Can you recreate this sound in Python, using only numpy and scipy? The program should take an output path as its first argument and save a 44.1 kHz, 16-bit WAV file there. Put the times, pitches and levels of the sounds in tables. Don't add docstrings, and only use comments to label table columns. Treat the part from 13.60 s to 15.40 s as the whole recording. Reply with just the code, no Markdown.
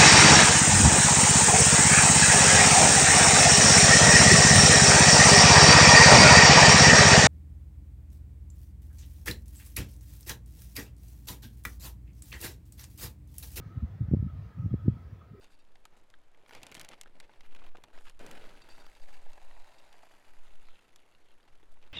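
import sys
import numpy as np
from scipy import signal
from scipy.io import wavfile
from scipy.ndimage import map_coordinates

SR = 44100
rng = np.random.default_rng(int(sys.argv[2]) if len(sys.argv) > 2 else 0)


def generate_wav(sig):
    pcm = np.round(np.clip(np.atleast_2d(sig).T, -1, 1) * 32767).astype(np.int16)
    wavfile.write(sys.argv[1], SR, pcm)


N = 79380
TIME = np.arange(N) / SR


def from_db(db):
    return 10 ** (np.asarray(db) / 20)


def unit_rms(x):
    return x / np.sqrt(np.mean(x ** 2) + 1e-20)


def in_time(rows):
    return np.interp(TIME, *np.transpose(rows))


def gain_at(spectrum, hz):
    freqs, db = np.transpose(spectrum)
    return from_db(np.interp(np.log(hz), np.log(freqs), db))


def swell(peak_s, half_s):
    return np.exp(-.5 * ((TIME - peak_s) / half_s) ** 2)


def drift(per_s):
    knots = rng.standard_normal(400)
    return unit_rms(np.interp(TIME * per_s, np.arange(len(knots)), knots))


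def noise_bands(low_hz, high_hz, count):
    edges = np.geomspace(low_hz, high_hz, count + 1)
    bands = []
    for low, high in zip(edges, edges[1:]):
        band_pass = signal.butter(2, [low, high], "band", fs=SR, output="sos")
        noise = signal.sosfilt(band_pass, rng.standard_normal(N + SR))[SR:]
        bands.append((np.sqrt(low * high), noise))
    return bands


# (time [s], level [dB])
BREEZE_LEVEL = [(0, -37), (.035, -53), (.13, -51), (.2, -45), (.29, -44.5), (.35, -40.5), (.39, -49.5),
                (.47, -43.5), (.56, -39), (.65, -36), (.71, -44), (.76, -44), (.865, -41), (.9, -64),
                (.99, -39), (1.1, -43.5), (1.2, -42), (1.31, -32.5), (1.42, -49), (1.5, -55), (1.58, -50),
                (1.66, -56), (1.8, -59.5)]
# (peak time [s], level [dB], half length [s], eddy rate [Hz])
GUSTS = [(.066, -36.5, 0.0066, 99), (0.171, -36, 0.0086, 116), (0.234, -25.5, .01, 97.95),
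         (0.419, -29.5, 0.01, 121.8), (0.442, -31, 0.011, 84.6), (0.529, -27, 0.0068, 118.1),
         (0.547, -26, 0.0044, 123.1), (0.595, -29, 0.0066, 115.4), (0.646, -34.5, 0.0048, 181.5),
         (0.663, -29.5, 0.009, 97.3), (0.749, -36, 0.02, 72.8), (0.791, -36, 0.0068, 94.7),
         (0.821, -41, 0.0067, 90), (0.994, -30, 0.013, 109.5), (1.041, -28, 0.014, 94.6),
         (1.073, -35.5, 0.0077, 115.7), (1.115, -27.5, 0.0051, 105.1), (1.144, -30, 0.0087, 85.5),
         (1.257, -29, 0.00964, 122.4), (1.293, -27, 0.0067, 115.5), (1.458, -40, 0.011, 70.2),
         (1.529, -39, .011, 90.2), (1.723, -42.5, 0.014, 100.6)]
# (frequency [Hz], relative density [dB])
RUMBLE_SPECTRUM = [(22, -31), (42, -24), (62, -5), (90, 5), (125, -5), (180, -16), (260, -29.5), (400, -46),
                   (600, -62.5)]
RUMBLE_HZ, BREEZE_EDDY_HZ = 90, 84.1


def wind(steady_s=0.017, port_band_hz=(50, 296)):
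    flows = [(from_db(in_time(BREEZE_LEVEL)), BREEZE_EDDY_HZ)]
    flows += [(from_db(db) * swell(peak_s, half_s), hz) for peak_s, db, half_s, hz in GUSTS]
    energy = sum(level ** 2 for level, hz in flows)
    speed = sum(level ** 2 * hz for level, hz in flows) / energy / RUMBLE_HZ
    rumble = sum(noise * gain_at(RUMBLE_SPECTRUM, hz) for hz, noise in noise_bands(20, 600, count=12))
    window = signal.windows.hann(2 * int(steady_s * SR) + 1)
    weight = signal.fftconvolve(np.ones(N), window, "same")
    power = signal.fftconvolve(rumble ** 2, window, "same") / weight
    even = rumble / np.sqrt(np.abs(power) + 1e-20)
    swept = map_coordinates(even, [np.cumsum(speed)], order=1, mode="mirror")
    port = signal.butter(3, port_band_hz, "band", fs=SR, output="sos")
    return signal.sosfilt(port, np.sqrt(energy) * swept)


# (frequency [Hz], relative density [dB])
TRAFFIC_SPECTRUM = [(30, 0), (100, 0), (200, -3), (330, -10.5), (480, -12), (640, -14.5), (860, -18.5),
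                    (1100, -19), (1500, -21), (1850, -20.5), (2400, -27), (3000, -30.5), (4000, -33.5),
                    (5500, -37.5), (7000, -41.5), (8200, -45.5), (13800, -45), (15200, -39.5)]
# (time [s], level [dB])
TRAFFIC_LEVEL = [(0, -55.5), (.35, -56), (.55, -57.5), (.77, -56), (1.1, -56.5), (1.45, -56), (1.8, -59)]


def traffic(flutter_db=2.5):
    smooth = noise_bands(30, 400, count=7) + noise_bands(6500, 17000, count=7)
    wash = sum(noise * gain_at(TRAFFIC_SPECTRUM, hz) for hz, noise in smooth)
    for hz, noise in noise_bands(400, 6500, count=48):
        flutter = unit_rms(from_db(flutter_db * drift(per_s=14)))
        wash += noise * gain_at(TRAFFIC_SPECTRUM, hz) * flutter
    return from_db(in_time(TRAFFIC_LEVEL)) * unit_rms(wash)


# (time [s], level [dB])
RING_LEVEL = [(0, -65), (.18, -67.5), (.26, -74.5), (.42, -69.5), (.55, -73), (.65, -64.5), (.88, -70.5),
              (.97, -62.5), (1.08, -67.5), (1.2, -68), (1.3, -68.5), (1.4, -66.5), (1.5, -76), (1.62, -70),
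              (1.72, -72), (1.8, -72.5)]
# (time [s], pitch [Hz])
RING_PITCH = [(0, 1275), (.2, 1278), (.4, 1304), (.55, 1275), (.66, 1313), (.76, 1245), (.95, 1270),
              (1.1, 1280), (1.8, 1284)]


def ring(width_hz=75, waver_db=2):
    narrow = signal.butter(2, width_hz / 2, fs=SR, output="sos")
    in_phase, quadrature = signal.sosfilt(narrow, rng.standard_normal((2, N + SR)))[:, SR:]
    phase = 2 * np.pi * np.cumsum(in_time(RING_PITCH)) / SR
    band = in_phase * np.cos(phase) + quadrature * np.sin(phase)
    waver = from_db(waver_db * drift(per_s=36))
    return from_db(in_time(RING_LEVEL)) * unit_rms(waver * band)


# (peak time [s], pitch [Hz], level [dB], half length [s])
HUMS_AND_PEEPS = [(.115, 332, -55, 0.012), (.316, 3346, -75, 0.0053), (.7, 3282, -73, .005),
                  (1.06, 5700, -78, .012), (1.11, 3260, -73.5, 0.01), (1.17, 3324, -76, 0.0094),
                  (1.21, 3337, -76.5, 0.015), (1.33, 3320, -76.5, 0.018), (1.605, 3400, -77.5, 0.018),
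                  (1.617, 1275, -55.5, 0.0067), (1.751, 411, -51.5, 0.0095), (1.793, 385, -50, 0.014)]


def hums_and_peeps(jitter_rad=0.75):
    tones = np.zeros(N)
    for peak_s, hz, db, half_s in HUMS_AND_PEEPS:
        phase = 2 * np.pi * hz * TIME + jitter_rad * drift(per_s=180)
        tones += from_db(db) * swell(peak_s, half_s) * np.sin(phase)
    return tones


# (time [s], peak level [dB], width [s])
EDDY_HITS = [(0.176, -28, 0.0023), (.41, -22, 0.0017), (0.485, -26.5, 0.0018), (.514, -20.5, 0.00095),
             (.523, -23.5, 0.0023), (0.5368, -10, 0.00084), (.546, -19.5, 0.00063), (0.569, -21.5, 0.0015),
             (0.599, -22, 0.0021), (0.627, -21, 0.0013), (1.061, -21, 0.0015), (1.132, -21, 0.0019),
             (1.141, -17, 0.00082), (1.2818, -9, .00098), (1.369, -34, 0.0014)]


def eddies(bass_cuts_hz=(109.4, 70)):
    bass_cut = np.vstack([signal.butter(2, hz, "high", fs=SR, output="sos") for hz in bass_cuts_hz])
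    thumps = np.zeros(N)
    for hit_s, db, width_s in EDDY_HITS:
        pulse = 1 / np.cosh(np.minimum(np.abs(TIME - hit_s) / width_s, 20))
        thump = signal.sosfilt(bass_cut, pulse)
        thumps += from_db(db) * thump / np.abs(thump).max()
    return thumps


def scene():
    return (wind() + traffic() + ring() + hums_and_peeps() + eddies())[None]


def record(dry, cutoff_hz=15600):
    treble_cut = signal.ellip(10, .1, 80, cutoff_hz, fs=SR, output="sos")
    return signal.sosfilt(treble_cut, dry)


dry = scene()
out = record(dry)
generate_wav(out)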